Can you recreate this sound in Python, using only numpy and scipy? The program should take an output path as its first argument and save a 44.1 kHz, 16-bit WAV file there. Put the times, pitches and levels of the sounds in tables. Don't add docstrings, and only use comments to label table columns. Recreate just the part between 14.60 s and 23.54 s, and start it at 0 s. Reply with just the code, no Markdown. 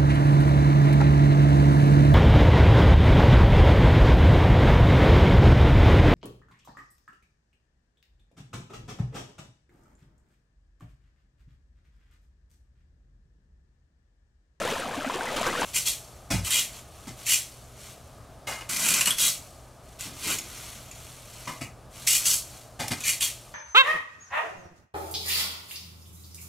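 import sys
import numpy as np
from scipy import signal
from scipy.fft import rfft, irfft, next_fast_len
from scipy.io import wavfile
from scipy.ndimage import uniform_filter1d

SR = 44100
rng = np.random.default_rng(int(sys.argv[2]) if len(sys.argv) > 2 else 0)


def master_out(mix):
    frames = np.transpose(np.atleast_2d(mix))
    ceiling = np.clip(frames, -1, 1)
    pcm = np.round(ceiling * 32767).astype(np.int16)
    wavfile.write(sys.argv[1], SR, pcm)


N = 394254
TIME = np.arange(N) / SR
CUT_S, EDGE_HZ = 1.05, 15850

# f/Hz, level/dB
AIR_SPECTRUM = [(12, -29), (20, -13), (53, 1), (133, -5.5), (172, -10.5), (335, -13.5), (510, -13),
                (637, -8), (996, -18.5), (1250, -13.5), (1350, -21), (1650, -22), (1890, -27.5),
                (10100, -33), (15800, -44)]
CHURN_SPECTRUM = [(41, -41), (70, -11), (146, -1), (277, -3.5), (417, -6), (499, -1), (1520, -5),
                  (1850, -11), (2560, -3.5), (2830, -17), (3500, -28), (4550, -34), (7700, -120)]
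SPRAY_SPECTRUM = [(1880, -3), (3200, -1.5), (5040, -10), (7130, -11), (9070, -14.5), (13500, -20.5),
                  (15800, -27)]
# f/Hz, level/dB
LEAF_SPECTRUM = [(1940, -57), (3300, -7), (3550, -11.5), (4370, 3), (4950, -4), (5540, 1), (7680, 0.5),
                 (11800, -4), (14400, -10.5), (15800, -17)]
SOIL_SPECTRUM = [(65, -49), (110, -26), (167, -5), (403, -14.5), (537, -20), (598, -11), (768, -18.5),
                 (929, -10), (1900, -5.5), (2470, -33), (4180, -120)]
THUD_SPECTRUM = [(40, -22), (110, 2.5), (185, -4.5), (290, -0.5), (450, -21), (900, -20), (2000, -63)]
CRUNCH_SPECTRUM = [(800, -23), (2800, -5.5), (4500, -3.5), (8000, -4.5), (12000, -11.5), (16000, -22)]
# f/Hz, side minus mid level/dB
RIVER_SIDE = [(60, -27), (110, -20), (200, -16), (380, -19), (700, -20), (1290, -18), (2380, -16),
              (4400, -18.5), (8120, -11), (15000, -32)]
YARD_SIDE = [(60, -25), (110, -14), (200, -13.5), (380, -14.5), (700, -16.5), (1290, -12), (2380, -46),
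             (4400, -14), (8120, -8), (15000, -12)]
# f/Hz, bias/dB
RIVER_BIAS = [(60, 0.0), (110, -3), (200, 1), (380, 1.5), (700, 5.5), (1290, 1.5), (2380, 5), (4400, 1.0),
              (8120, 1.5), (15000, -1)]
YARD_BIAS = [(60, -0.5), (110, 1.5), (200, -3), (380, 2), (700, 4), (1290, 3.5), (2380, 2), (4400, 0.5),
             (8120, 0.5), (15000, -0.5)]
# t/s, nominal churn level/dB, nominal spray level/dB
LEG_PUSHES = [(0.0, -30, -35.5), (0.088, -30.5, -32.5), (0.288, -32, -40), (0.454, -33, -39),
              (0.702, -30.5, -37), (0.856, -30, -31.5), (0.87, -24, -30), (0.912, -30, -35.5),
              (1.04, -27, -30.5)]
# t/s, level/dB, starting f/Hz
BIG_BUBBLES = [(0.013, -18.5, 590), (.051, -21.5, 480), (.076, -19, 940), (0.123, -21, 447),
               (.262, -24, 676), (.374, -23.5, 264), (.446, -21.5, 624), (.464, -24, 253),
               (0.498, -17.5, 946), (.552, -23, 360), (.609, -16.5, 1470), (.812, -19.5, 646),
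               (.865, -18, 1160), (.873, -26, 340), (1.018, -17, 880), (1.031, -18, 1100)]
# t/s, level/dB
KNEE_SPURTS = [(.1, -30.5), (.345, -40), (0.534, -33), (.76, -27), (.862, -29)]
# middle t/s, duration/s, nominal level/dB
LEAF_SHIFTS = [(1.08, 0.15, -45), (2.161, .15, -47), (2.447, 0.42, -54.5), (2.617, 0.13, -47),
               (3.259, 0.24, -48.5), (3.309, 0.85, -59.5), (5.327, 0.26, -58), (5.618, .21, -45),
               (6.009, .57, -44), (6.45, 0.69, -49.5), (6.833, 0.49, -48), (7.439, 0.29, -45.5),
               (7.624, .07, -38), (7.941, 0.31, -51.5), (8.42, 0.13, -41.5)]
# nominal f/Hz, level/dB, T60/s
BOOT_MODES = [(56.4, -29, 0.81), (97.7, -24.5, 0.81), (124, -22, 0.24), (175.6, -25.5, 0.43)]
# f/Hz, bandwidth/Hz, level/dB
HEAD_MODES = [(703, 210, -9.5), (915, 34, 0.5), (1056, 27, -14), (1296, 18, 3), (1533, 100, -10.5),
              (2100, 72, 2), (2460, 84, -4), (2880, 69, -2), (3376, 57, -15.5)]
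TINE_MODES = [(1610, 65, -22), (2128, 110, 1.5), (2415, 65, -1), (2910, 54, 2.5), (3296, 160, 0),
              (3810, 1700, 0), (4400, 80, -29), (5630, 160, 2), (7630, 94, 8.5)]
# t/s, knock/dB, thud/dB, crunch/dB, cavity/dB, cavity f/Hz, rise/s, T60/s
IMPACTS = [(1.701, -30.5, -29, -28, -42, 2330, 0.012, 0.31),
           (2.466, -45, -38.5, -43, -43.5, 278, 0.016, 0.18),
           (3.868, -33, -45.5, -35.5, -45, 2180, 0.0067, 0.53),
           (3.918, -38, -52, -42, -43, 1270, .004, 0.17), (4.007, -38.5, -54, -46, -47, 2180, 0.0047, 0.11),
           (5.45, -52, -46, -46, -62, 290, .008, 0.71), (5.651, -44, -42, -43, -42, 312, 0.009, 0.66),
           (6.872, -36.5, -40, -39.5, -38, 1010, 0.0045, .29),
           (7.007, -37, -36, -38, -35, 2120, 0.0098, 0.19),
           (8.19, -33.5, -37, -33.5, -40, 730, 0.014, 0.31),
           (8.302, -30.5, -35.5, -30, -32.5, 213, 0.017, 0.15)]
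# t/s, relative level/dB, nominal ring re crack/dB, f/Hz
TINE_SNAPS = [(1.8465, -27, -0.5, 3000), (1.9049, -16.5, -3.5, 3100), (2.664, -17, -12, 2690),
              (4.095, -21, -20, 2580), (4.1624, -15.5, -11, 2150), (4.2851, -5.5, -17, 2730),
              (4.3032, -11, -11, 2900), (4.3382, -6.5, -17, 2530), (4.4084, -7.5, -8.5, 2700),
              (4.456, -7, -15, 2940), (4.471, -9.5, -6, 2880), (4.5049, -10.5, -4.5, 3340),
              (4.583, -11.5, -16, 3440), (5.407, -22, -8, 2610), (5.7846, -17, -11.5, 2510),
              (6.311, -40, 5, 2590), (6.854, -42, 0, 2300), (7.471, -9, -10, 2170),
              (7.549, -10.5, -12, 2880), (7.654, -10, -18, 2820), (8.28, -15.5, -23, 1970),
              (8.4044, -23, -10, 2540), (8.4365, -25.5, 0, 2440), (8.6065, -17, -5, 2920)]
# t/s, rise/s, hold/s, leaves/dB, chatter re leaves/dB, chatter f/Hz, soil/dB
RAKE_PULLS = [(1.13, 0.033, 0.0065, -23, -6, 2670, -44), (1.245, 0.031, 0.0051, -23, -5.5, 3530, -46),
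              (1.832, 0.031, .015, -31, -4, 2900, -43.5), (1.884, 0.043, 0.068, -24, -2, 3150, -44.5),
              (2.646, 0.073, 0.02, -20.5, -5, 2730, -46), (4.086, .01, .14, -30, -6, 2376, -41.5),
              (4.158, 0.11, 0.15, -24.5, -4.5, 2620, -36), (4.455, 0.014, 0.025, -27.5, -4, 2950, -35),
              (4.565, 0.044, 0.071, -21.5, -5.5, 3430, -41.5),
              (5.383, 0.016, 0.057, -40, -2.5, 2480, -51.5),
              (5.582, 0.14, 0.0036, -27.5, -2.5, 2640, -37.5), (7.466, 0.0063, .09, -20.5, -8, 2860, -46),
              (7.633, 0.032, 0.074, -21.5, -12, 3160, -45), (8.426, 0.063, .006, -22.5, -3.5, 2290, -47),
              (8.599, 0.03, 0.0052, -22, -3.5, 3150, -46)]


def amp(db):
    return 10 ** (np.asarray(db) / 20)


def unit(x):
    return x / np.sqrt(np.mean(x ** 2) + 1e-20)


def add(mix, s, sound):
    part = mix[max(round(s * SR), 0):][:len(sound)]
    part += sound[:len(part)]


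def colour(x, points, share=1):
    hz, db = np.transpose(points)
    size = next_fast_len(len(x) + 2048)
    f = np.fft.rfftfreq(size, 1 / SR)
    gain = amp(share * np.interp(np.log(f + 1), np.log(hz + 1), db))
    return irfft(rfft(x, size) * gain, size)[:len(x)]


def band(x, lo_hz, hi_hz):
    return signal.sosfilt(signal.butter(4, [lo_hz, hi_hz], "band", fs=SR, output="sos"), x)


def ring(x, modes):
    return sum((-1) ** k * amp(db) * signal.lfilter(*signal.iirpeak(hz, hz / width, SR), x)
               for k, (hz, width, db) in enumerate(modes))


def resonate(x, hz, width_hz):
    phasor = np.exp(2j * np.pi * np.cumsum(hz) / SR)
    pole = np.exp(-np.pi * width_hz / SR)
    return 2 * (phasor * signal.lfilter([1 - pole], [1, -pole], x / phasor)).real


def fade(t, t60):
    return np.exp(-np.log(1000) * t / t60)


def steady(x, size=1100):
    return x / np.sqrt(abs(uniform_filter1d(uniform_filter1d(x ** 2, size), size)) + 1e-12)


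def wander(rate_hz):
    values = rng.standard_normal(N // 100)
    return unit(np.interp(TIME * 2 * rate_hz, np.arange(len(values)), values))


def crackle(n, per_s, spread_db, burst_s, count=600):
    t = TIME[:200]
    pitch, length = rng.random((2, count, 1))
    bursts = rng.standard_normal((count, len(t))) + 0.77 * np.sin(2 * np.pi * EDGE_HZ * pitch * t)
    bursts *= np.exp(-t / (burst_s * 6 ** length / 3))
    bursts /= np.linalg.norm(bursts, axis=1)[:, None]
    chance, size, kind = rng.random(n), rng.exponential(1, n), rng.integers(0, count, n)
    at = np.flatnonzero(chance < per_s / SR)
    grains = amp(spread_db * np.minimum(size[at], 4))[:, None] * bursts[kind[at]]
    samples = at[:, None] + np.arange(len(t))
    return unit(np.bincount(samples.ravel(), grains.ravel(), n)[:n])


def air_and_hum(hum_hz=121):
    hum = np.sqrt(2) * np.sin(2 * np.pi * hum_hz * TIME + 1.1 * wander(5.6))
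    rush = unit(colour(rng.standard_normal(N), AIR_SPECTRUM)) * amp(0.5 * wander(1.343))
    return amp(-49.94) * rush + amp(-56) * hum


def scatter(x, t60, count=3):
    t, out = TIME[TIME < t60], np.zeros(len(x))
    for k in range(count):
        taps = rng.choice([-1., 1.], len(t)) * (rng.random(len(t)) < 0.1) * fade(t, t60)
        share = np.sqrt(2 / count) * np.cos(2 * np.pi * (10 * TIME[:len(x)] + k / count))
        out += share * signal.oaconvolve(x, taps / np.linalg.norm(taps))[:len(x)]
    return out


def stereo(mid, width, bias):
    side = colour(scatter(mid, t60=0.022), width) + colour(mid, bias, share=0.25) - mid
    return np.array([mid + side, mid - side])


def bubble(hz, t60, glide=0.14):
    t = np.arange(0, t60, 1 / SR)
    return np.sin(2 * np.pi * hz * t * (1 + glide * t / t60)) * fade(t, t60) * (1 - np.exp(-2 * hz * t))


def wading(bubbles=600, plop_cycles=27):
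    n, t = round(CUT_S * SR), TIME[:4000]
    times, *levels = np.transpose(LEG_PUSHES)
    churn_db, spray_db = (np.interp(TIME[:n], times, db) for db in levels)
    cloud, plops, thrown = np.zeros((3, n))
    for when, pitch, size, damping in rng.random((bubbles, 4)):
        hz = 200 * 10 ** pitch
        t60 = (0.6 + damping) * 0.04 * np.sqrt(700 / hz)
        add(cloud, when * CUT_S, amp(-14 * np.sqrt(size)) * hz ** 0.7 * bubble(hz, t60))
    for s, db, hz in BIG_BUBBLES:
        add(plops, s, amp(db) * bubble(hz, plop_cycles / hz))
        slap = unit(band(rng.standard_normal(len(t)), 570, 2900)) * fade(t, 0.013)
        add(plops, s, amp(db - 10) * slap)
    for s, db in KNEE_SPURTS:
        add(thrown, s, amp(db) * np.minimum(t / 0.0037, 1) * fade(t, 0.15))
    foam = crackle(n, per_s=3500, spread_db=0.98, burst_s=0.00052)
    churn = steady(colour(unit(cloud) + 1.2 * foam, CHURN_SPECTRUM))
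    spray = steady(colour(crackle(n, 4000, 2.2, 0.0008), SPRAY_SPECTRUM))
    drops = unit(band(crackle(n, 95, 2.5, 0.001), 4000, 10000))
    surge = colour(rng.standard_normal(n), [(15, -3), (40, -10), (90, 13), (300, -35), (1000, -70)])
    splash = np.hypot(amp(spray_db - 1), thrown) * (spray + amp(-11.5) * drops)
    return amp(churn_db - 2.47) * churn + splash + plops + amp(-57) * unit(surge)


def litter(n):
    fractures = crackle(n, 3000, 1.8, 0.0007, count=250)
    slips = crackle(n, 1300, 1.14, 0.00046, count=250) + 0.55 * fractures
    leaves = steady(colour(fractures, LEAF_SPECTRUM))
    rustle = steady(band(slips, 1750, 4390))
    soil = steady(colour(slips, SOIL_SPECTRUM))
    return leaves, slips, rustle, soil


def shifting_leaves(length, db):
    swell = signal.windows.hann(round(length * SR)) ** 0.5
    leaves, _, rustle, soil = litter(len(swell))
    return amp(db - 1.15) * swell * (leaves + amp(-4.5) * rustle + amp(-7.5) * soil)


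def boot_boom(start_s=1.722):
    t, out = TIME[:SR // 4], np.zeros(N)
    slowing = t * (1.09 - 0.6 * t)
    shaft = sum(amp(db) * fade(t, t60) * np.sin(2 * np.pi * hz * slowing) for hz, db, t60 in BOOT_MODES)
    add(out, start_s, shaft * np.interp(t, [0, 0.006, 0.115, 0.17], [0, 1, 1, 0]))
    return out


def landings():
    t, out = TIME[:SR // 2], np.zeros(N)
    for s, knock_db, thud_db, crunch_db, cavity_db, hz, rise, t60 in IMPACTS:
        blows = crackle(len(t), 2000, 1.0, 0.00064, count=200)
        rattle = unit(ring(blows, HEAD_MODES)) + 0.49 * unit(band(blows, 380, 2300))
        knock = amp(knock_db) * steady(rattle, size=600)
        thud = amp(thud_db) * steady(colour(rng.standard_normal(len(t)), THUD_SPECTRUM), size=800)
        crunch = amp(crunch_db) * steady(colour(blows, CRUNCH_SPECTRUM))
        cavity = [(hz, 70 + 0.25 * hz, 0)]
        hollow = amp(cavity_db) * steady(ring(ring(blows, cavity), cavity), size=600)
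        envelope = np.minimum(t / rise, 1) * fade(np.maximum(t - rise, 0), t60)
        add(out, s, envelope * (knock + thud + crunch + hollow))
    return out


def tine_snaps():
    t, out = TIME[:2800], np.zeros(N)
    for s, db, ring_db, hz in TINE_SNAPS:
        flick = rng.standard_normal(len(t)) * np.minimum(t / 0.002, 1) * fade(t, 0.039)
        crack = unit(band(flick, 1750, 13300))
        tone = unit(ring(flick, [(hz, 170, 0), (hz * 1.07, 260, -7), (hz * 2.69, 400, -3)]))
        add(out, s, amp(db - 25.5) * (crack + amp(ring_db + 10) * tone))
    return out


def stroke(rise, hold, leaf_db, tine_db, tine_hz, soil_db):
    sag_db_per_s, release_db_per_s, settle_db_per_s = 13, 249, 42.5
    ring_threshold_db, ring_range_db = -39.5, 17
    t = TIME[:3 * SR // 4]
    lifted = np.maximum(t - rise - hold, 0)
    pull = np.minimum(t / rise, 1) ** 1.17 * amp(-sag_db_per_s * np.clip(t - rise, 0, hold))
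    settling = amp(-24 - settle_db_per_s * lifted)
    effort = pull * np.hypot(amp(-release_db_per_s * lifted), settling)
    level_db = leaf_db + 20 * np.log10(effort + 1e-9)
    press = np.clip((level_db - ring_threshold_db) / ring_range_db, 0, 1)
    leaves, slips, rustle, soil = litter(len(t))
    tines = unit(band(ring(slips, TINE_MODES), 1770, 3960))
    centre_hz = tine_hz + np.minimum(13000 * lifted, 600)
    bending = steady(resonate(0.84 * rustle + tines, centre_hz, width_hz=790))
    chatter = steady(press * bending + (1 - press) * rustle)
    chatter *= amp(-1.5 * np.minimum(lifted / 0.01, 1))
    loaded = np.array(TINE_MODES) * [rng.uniform(0.95, 1.05), 1, 1]
    crush = steady(leaves + 0.34 * press * steady(ring(leaves, loaded)))
    return effort * (amp(leaf_db - 1) * crush + amp(leaf_db + tine_db - 1.44) * chatter
                     + amp(soil_db + 1) * soil)


def raking(clump_db=1.14, clump_hz=54.9, stall_db=-2.5):
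    out, caught = np.zeros((2, N))
    for s, *pull in RAKE_PULLS:
        add(out, s, stroke(*pull))
    for middle, length, db in LEAF_SHIFTS:
        add(out, middle - length / 2, shifting_leaves(length, db))
    for s, *_ in TINE_SNAPS:
        add(caught, s - 0.018, signal.windows.hann(1100))
    clumps = steady(amp(clump_db * wander(clump_hz)))
    return out * clumps * amp(stall_db * caught)


def scene():
    work = raking() + tine_snaps() + landings()
    fence = amp(-4.5) * scatter(work, t60=0.24)
    yard = stereo(work + fence + boot_boom() + air_and_hum(), YARD_SIDE, YARD_BIAS)
    river = stereo(wading(), RIVER_SIDE, RIVER_BIAS)
    return np.hstack([river, yard[:, river.shape[1]:]])


def record(dry):
    lowpass = signal.firwin(511, EDGE_HZ, window=("kaiser", 9), fs=SR)
    return signal.oaconvolve(dry, lowpass[None], "same")


dry = scene()
out = record(dry)
master_out(out)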